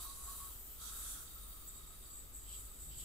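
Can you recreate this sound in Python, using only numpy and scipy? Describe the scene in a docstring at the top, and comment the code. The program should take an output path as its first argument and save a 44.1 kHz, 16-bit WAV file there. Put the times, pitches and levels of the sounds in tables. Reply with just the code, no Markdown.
"""A suction tube hisses on air and spray, with a few breathy whistles: a dental cleaning in a small,
quiet clinic room. The open mouth colours the draught with a hollow, shifting resonance, and water
slurps into the tube. The powered scaler sizzles each time its wet steel tip touches a tooth.
Equipment hums underneath."""
import sys
import numpy as np
from scipy import signal
from scipy.fft import rfft, irfft, next_fast_len
from scipy.io import wavfile
from scipy.ndimage import uniform_filter1d, map_coordinates

SR = 44100
rng = np.random.default_rng(int(sys.argv[2]) if len(sys.argv) > 2 else 0)


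def output_pcm(signal):
    """Save a mono or channel-first signal as 16-bit PCM at the path in sys.argv[1].

    Samples are clipped to [-1, 1] before scaling.
    """
    pcm = np.clip(np.atleast_2d(signal).T, -1, 1) * 32767
    wavfile.write(sys.argv[1], SR, np.round(pcm).astype(np.int16))


N = 134064


def amp(db):
    """Decibels to gain."""
    return 10 ** (np.asarray(db) / 20)


def unit(x):
    """Scale to rms 1."""
    return x / np.sqrt(np.mean(x ** 2) + 1e-20)


def along(points, hz):
    """Read a curve of (Hz, value) points on a log frequency axis."""
    freqs, values = np.transpose(points)
    return np.interp(np.log(hz + 1), np.log(freqs + 1), values)


def curves(rows):
    """One value per sample for each column after the time."""
    times, *columns = np.transpose(rows)
    return [np.interp(np.arange(N) / SR, times, column) for column in columns]


def wobble(rate):
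    """A smooth random curve, rate knots a second."""
    knots = rng.standard_normal(int(N * rate / SR) + 4)
    return map_coordinates(knots, [np.arange(N) * rate / SR])


def filtered(x, response):
    """Shape x with a gain that depends on frequency."""
    size = next_fast_len(N + SR // 2)
    return irfft(rfft(x, size) * response(np.fft.rfftfreq(size, 1 / SR)), size)[..., :N]


def coloured(x, spectrum):
    """x through an EQ curve of (Hz, dB) points, at rms 1."""
    return unit(filtered(x, lambda hz: amp(along(spectrum, hz))))


def resonate(x, modes):
    """x through steep-sided (Hz, width, dB) resonances, at rms 1."""
    def gain(hz):
        return np.sqrt(sum(amp(db) ** 2 / (1 + 2 * ((hz - centre) / width) ** 2) ** 3
                           for centre, width, db in modes))
    return unit(filtered(x, gain))


def stereo_noise(alike):
    """White noise, partly shared between left and right."""
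    mid, side = rng.standard_normal((2, N))
    angle = np.arccos(np.clip(alike, -1, 1)) / 2
    mid, side = np.cos(angle) * mid, np.sin(angle) * side
    return np.array([mid + side, mid - side])


def pan(left_db):
    """Gains of the two sides for a left-minus-right level."""
    return amp(np.array([[left_db], [-left_db]]) / 2)


def impacts(per_s, scatter_db):
    """Tiny impacts at random times and of random size."""
    hits = rng.random(N) < per_s / SR
    return unit(hits * rng.standard_normal(N) * amp(scatter_db * rng.standard_normal(N)))


def strokes(rows, attack_s, release_s):
    """Attack, hold and release for each (start, length, dB) row."""
    t = np.arange(N) / SR
    power = np.zeros(N)
    for start, length, db in rows:
        attack = np.clip((t - start) / attack_s, 0, 1)
        release = np.exp(-np.maximum(t - start - length, 0) / release_s)
        power += (amp(db) * attack * release) ** 2
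    return np.sqrt(power)


def swells(rows):
    """A rounded rise and fall for each (peak time, rise, fall, dB) row."""
    t = np.arange(N) / SR
    power = np.zeros(N)
    for peak, rise, fall, db in rows:
        distance = (t - peak) / np.where(t < peak, rise, fall)
        power += (amp(db) / (1 + distance ** 2 / 2) ** 2) ** 2
    return np.sqrt(power)


def room(x, wet_db, t60_s=0.3):
    """Direct sound and the short answer of the walls, different on each side."""
    t = np.arange(SR // 3) / SR
    tail = rng.standard_normal((2, len(t))) * amp(-60 * t / t60_s)
    wet = signal.fftconvolve(x[None], tail / np.linalg.norm(tail[0]), axes=1)[:, :N]
    return (x + amp(wet_db) * wet) / np.hypot(1, amp(wet_db))


def turbulence(wet_db, diffuse_db):
    """Rushing air from one spot, combed by the walls, plus a diffuse share."""
    return unit(room(rng.standard_normal(N), wet_db) + amp(diffuse_db) * stereo_noise(alike=0))


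# Bass-heavy room tone. Each row: frequency in Hz, EQ gain in dB.
ROOM_TONE_EQ = [(10, 1), (30, 0.5), (46, 6), (65, 2), (100, -7), (170, -13), (330, -16.5), (600, -22),
                (1200, -25), (2300, -27), (6000, -31.5), (15000, -52)]
# Its stereo image. Each row: frequency in Hz, left-right likeness from 0 (wide) to 1 (mono).
ROOM_ALIKE = [(50, 1), (90, 0.6), (170, 0.19), (400, 0.57), (1000, 0), (3000, 0)]
# Equipment hum. Each row: pitch in Hz, level in dB.
HUM_TONES = [(48.3, -61.5), (398.4, -85)]


def equipment():
    """A wavering low hum in the steady rumble and air of the room."""
    def mid_side_gains(hz):
        angle = np.arccos(np.clip(along(ROOM_ALIKE, hz), -1, 1)) / 2
        return np.array([np.cos(angle), np.sin(angle)])
    mid, side = filtered(rng.standard_normal((2, N)), mid_side_gains)
    air = amp(-56) * coloured(np.array([mid + side, mid - side]), ROOM_TONE_EQ)
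    t = np.arange(N) / SR
    hum = sum(amp(db + 1.8 * wobble(9.25)) * unit(np.sin(2 * np.pi * hz * t + 0.58 * wobble(6.4)))
              for hz, db in HUM_TONES)
    return air * pan(left_db=-0.45) + hum * pan(left_db=8.5)


# A late low swell. Each row: start in seconds, length in seconds, level in dB.
RUMBLE_CUES = [(2.8, 0.32, -58.5)]
# Its dark colour. Each row: frequency in Hz, EQ gain in dB.
RUMBLE_EQ = [(40, -21), (70, 5), (100, -5), (140, -5), (200, -23), (350, -18.5), (800, -53)]


def rumble():
    """A dull, low rumble rises softly in the room."""
    low_noise = coloured(stereo_noise(alike=0.82), RUMBLE_EQ)
    return low_noise * strokes(RUMBLE_CUES, attack_s=0.03, release_s=0.05)


def whine(hz=14425, width_hz=36, level_db=-69.5):
    """The scaler's thin, faint whine flutters inside the spray."""
    tone = resonate(turbulence(wet_db=-2, diffuse_db=-9), [(hz, width_hz, 0)])
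    return tone * amp(level_db + 2 * wobble(17))


# Gulps of water. Each row: peak time, rise and fall in seconds, peak level in dB.
SLURPS = [(.53, 0.043, 0.05, -69), (.72, 0.043, 0.042, -67.5), (2.53, 0.055, 0.063, -61.5),
          (2.93, 0.023, 0.037, -62), (3.01, 0.032, 0.044, -60)]
# Their wet ring. Each row: centre and width in Hz, gain in dB.
SLURP_MODES = [(2950, 490, 6), (3270, 430, 8.5), (4360, 2400, -0.5)]


def slurps():
    """Bubbles burst at the mouth of the tube as it meets water."""
    bubbles = room(impacts(per_s=1800, scatter_db=-1), wet_db=4.5)
    return resonate(bubbles, SLURP_MODES) * swells(SLURPS) * pan(left_db=-4.5)


# Thin, high squeals. Each row: start and length in seconds, pitch and width in Hz, level in dB.
SQUEALS = [(0, 0.063, 14450, 110, -51.5), (0.145, 0.37, 10400, 350, -59.5), (.58, 0.19, 14000, 600, -59),
           (0.967, 0.2, 14130, 55, -64), (0.985, 0.23, 9320, 260, -59), (1.087, 0.21, 15500, 110, -60.5),
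           (1.1, 0.12, 13250, 120, -61.5), (1.283, .13, 14300, 600, -59), (1.388, .22, 9280, 219.8, -62),
           (1.45, 0.21, 15500, 220, -64.5), (1.48, .16, 13420, 130, -67), (1.855, 0.23, 9270, 350, -68),
           (2.582, 0.084, 9460, 250, -63)]


def squeals():
    """Narrow, fluttering squeals come and go in the spray."""
    out = np.zeros((2, N))
    for start, length, hz, width, db in SQUEALS:
        band = resonate(turbulence(wet_db=3, diffuse_db=-14), [(hz, width, 0)])
        flutter = amp(2.4 * wobble(39.85))
        out += band * flutter * strokes([(start, length, db)], attack_s=0.02, release_s=0.021)
    return out * pan(left_db=0.5)


TUBE_NOTE_HZ = 1108
# Breathy whistles in the draught. Each row: start in seconds, length in seconds, level in dB.
WHISTLES = [(.045, 0.06, -59), (.165, 0.048, -62.5), (.275, 0.051, -56.5), (.395, 0.048, -57.5)]


def whistles(jitter_hz=10.7):
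    """The tube's note breaks into short, rough whistles."""
    phase = 2 * np.pi * np.cumsum(TUBE_NOTE_HZ + jitter_hz * wobble(200)) / SR
    tone = unit(np.sin(phase) * amp(2.4 * wobble(189.7)))
    return tone * strokes(WHISTLES, attack_s=0.0099, release_s=0.029)


# Fader moves for the draught, before the surge and from the surge on.
# Each row: time in seconds, relative levels of the low and of the upper resonances in dB.
DRAUGHT_EARLY = [(0.0, -58.5, -56.5), (0.106, -64.5, -66), (0.16, -72, -74), (0.276, -63.5, -70),
                 (0.488, -68.5, -66.5), (0.598, -75.5, -93), (0.714, -82, -105), (0.724, -76, -88),
                 (0.785, -74, -68)]
DRAUGHT_LATE = [(0.81, -62.5, -58.5), (1.19, -66, -69), (1.25, -70, -72), (1.27, -70.5, -65.5),
                (1.95, -72.5, -69), (2.01, -84, -70.5), (2.04, -74, -66.5), (2.39, -79, -74),
                (2.52, -74.5, -70.5), (2.8, -76, -72.5), (3.0, -90, -67.5), (3.04, -79, -73)]
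# The mouth's low resonance. Each row: time in seconds, centre and width in Hz.
MOUTH_SWEEP = [(0, 1061, 240), (.3, 1130, 230.1), (.55, 1174, 189.9), (.82, 1336, 125), (.97, 1371, 160),
               (1.15, 1410, 195.1), (1.3, 1298, 85), (1.55, 1245, 90.02), (1.75, 1193, 100),
               (1.92, 1230, 90.02), (2.2, 1210, 105), (2.68, 1260, 99.98), (3.04, 1277, 120)]
# Hollow upper resonances of mouth and tube. Each row: centre and width in Hz, gain in dB.
HOLLOW_MODES = [(3200, 140, -8), (3713, 336, -1), (4646, 300, -5), (5930, 85, -9)]


def mouth(gurgle_db=1.7, gurgle_per_s=110):
    """The draught gurgles in the cavity of the mouth, whose resonance shifts and narrows."""
    low_db, upper_db = curves(np.vstack([DRAUGHT_EARLY, DRAUGHT_LATE]))
    centre_hz, width_hz = curves(MOUTH_SWEEP)
    mean_width = width_hz.mean()
    band = filtered(rng.standard_normal((2, N)), lambda hz: 1 / (1 + (hz / mean_width) ** 2) ** 0.8)
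    clock = np.cumsum(width_hz) / mean_width  # slower noise makes a narrower band
    cos_part, sin_part = [np.interp(clock, np.arange(N), noise) for noise in band]
    phase = 2 * np.pi * np.cumsum(centre_hz) / SR
    cavity = cos_part * np.cos(phase) + sin_part * np.sin(phase)
    gurgle = cavity * amp(gurgle_db * wobble(gurgle_per_s))
    low = unit(room(gurgle, wet_db=3)) * amp(low_db + 2.5)
    tube_note = resonate(turbulence(wet_db=-1.5, diffuse_db=-23), [(TUBE_NOTE_HZ, 25, 0)])
    flutter_db = 2 * wobble(170)
    hollow = resonate(turbulence(wet_db=14.5, diffuse_db=-20), HOLLOW_MODES)
    upper = hollow * amp(upper_db - 2 + flutter_db) * pan(left_db=-8.5)
    return low + tube_note * amp(low_db - 8.5) + upper


# Pulls of strong suction. Each row: peak time, rise and fall in seconds, peak level in dB.
SURGES = [(.86, 0.041, 0.058, -58.5), (1.1, 0.08, 0.11, -60)]
# Their broad colour. 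Each row: centre and width in Hz, gain in dB.
SURGE_MODES = [(795, 580, -12), (3520, 390, 6.5), (4260, 290, 3), (6170, 1500, 4)]


def surge():
    """The tube draws harder for a moment, with a broad rush."""
    rush = resonate(turbulence(wet_db=12, diffuse_db=-16), SURGE_MODES)
    return rush * swells(SURGES) * pan(left_db=-14.5)


# Opening jets of spray. Each row: peak time, rise and fall in seconds, peak level in dB.
JETS = [(.05, 0.12, 0.11, -55.5), (.3, 0.088, 0.12, -59.5)]
# Their bite. Each row: centre and width in Hz, gain in dB.
JET_MODES = [(3910, 170, 2), (4300, 330, -2.5), (4750, 110, -1.5), (5260, 100, -6), (5970, 200, -1.5),
             (9560, 420, 4.5)]


def jets():
    """Spray rushes into the tube with a biting edge."""
    spray = resonate(turbulence(wet_db=6, diffuse_db=-12), JET_MODES)
    return spray * swells(JETS) * pan(left_db=-9)


# Fader moves for the tube's hiss and the finest mist. 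Each row: time in seconds, relative level in dB.
HISS_FADER = [(0.0, -51), (0.07, -60.5), (0.38, -57.5), (0.61, -64), (0.79, -65.5), (0.81, -58),
              (0.94, -56.5), (1.08, -53.5), (1.3, -64), (1.49, -65.5), (1.62, -66), (2.29, -69),
              (2.62, -64), (2.71, -68), (2.85, -64.5), (2.87, -67), (2.94, -68), (3.0, -59.5), (3.04, -64)]
MIST_FADER = [(0.0, -54), (0.09, -58), (0.22, -63), (0.29, -55.5), (0.75, -55), (0.77, -60), (1.01, -54),
              (1.13, -62), (1.4, -59.5), (1.75, -59.5), (1.83, -63.5), (2.4, -64), (2.6, -61.5),
              (3.04, -62)]
# Bright hiss, and mist fizzing in the top treble. Each row: frequency in Hz, EQ gain in dB.
HISS_EQ = [(600, -14.5), (2400, -13.5), (3100, -7.5), (5200, -7), (6400, -2.5), (7100, 3.5), (7900, 9),
           (8700, 4.5), (10300, 3.5), (12000, 4), (13200, -5.5), (15000, -11)]
MIST_EQ = [(10000, -45), (12300, -10), (13400, 1.5), (14300, 0.5), (14900, -3), (15600, -10), (16000, -28)]


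def suction():
    """Air rushes into the tube with bursting droplets, and a fine mist above it."""
    flow_db, = curves(HISS_FADER)
    mist_db, = curves(MIST_FADER)
    flow_db = uniform_filter1d(flow_db, size=SR // 25, mode="nearest")
    air = turbulence(wet_db=10.5, diffuse_db=-10)
    droplets = amp(-12) * room(impacts(per_s=900, scatter_db=0.5), wet_db=12)
    hiss = coloured(air + droplets, HISS_EQ) * amp(flow_db + 7.5 + 0.45 * wobble(70))
    mist = coloured(turbulence(wet_db=8, diffuse_db=-15), MIST_EQ) * amp(mist_db + 1.3 * wobble(50))
    return hiss + mist * pan(left_db=1.8)


# The tip presses on a tooth and eases off.
# Each row: peak time, rise and fall in seconds, peak level in dB.
TOOTH_CONTACTS = [(.25, 0.027, 0.041, -50.5), (1, 0.042, 0.025, -56), (1.105, 0.024, 0.038, -52),
                  (1.686, 0.013, 0.022, -49), (1.75, 0.054, 0.07, -54.5), (1.89, .025, 0.045, -58.5),
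                  (2.05, 0.035, 0.035, -59.5), (2.16, 0.085, 0.063, -51.5), (2.357, 0.02, 0.06, -50.5),
                  (2.44, 0.065, 0.06, -59), (2.55, 0.067, 0.083, -48.5), (2.72, 0.065, 0.11, -62),
                  (2.828, 0.022, 0.043, -48.5), (2.93, 0.044, .04, -54), (2.995, 0.033, 0.065, -45.5)]
# The steely ring of tip and tooth. Each row: centre and width in Hz, gain in dB.
TIP_MODES = [(7130, 260, -6), (7720, 130, 0.5), (7840, 430, -3.5), (7900, 110, 0.5), (8330, 340, -7.5),
             (9200, 270, -17.5), (12000, 300, -11), (12500, 700, -12.5)]


def scaler(pitch_wander=0.004):
    """The vibrating tip chatters on wet enamel; its ring wanders as the pressure changes."""
    chatter = unit(impacts(per_s=2700, scatter_db=5) * amp(-2 * wobble(260)))
    clock = np.cumsum(1 + pitch_wander * wobble(12))  # uneven speed bends the pitch
    ring = resonate(room(chatter, wet_db=13.5), TIP_MODES)
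    wandering = np.array([map_coordinates(side, [clock], mode="mirror") for side in ring])
    return unit(wandering * amp(wobble(180))) * swells(TOOTH_CONTACTS)


def scene():
    """Suction, mouth, scaler and room, mixed in stereo."""
    tube = suction() + jets() + surge() + squeals() + slurps()
    return tube + mouth() + whistles() + scaler() + whine() + equipment() + rumble()


def record(dry, top_hz=15750):
    """A sharp low-pass cuts off the very top of the treble."""
    return filtered(dry, lambda hz: hz < top_hz)


dry = scene()
out = record(dry)
output_pcm(out)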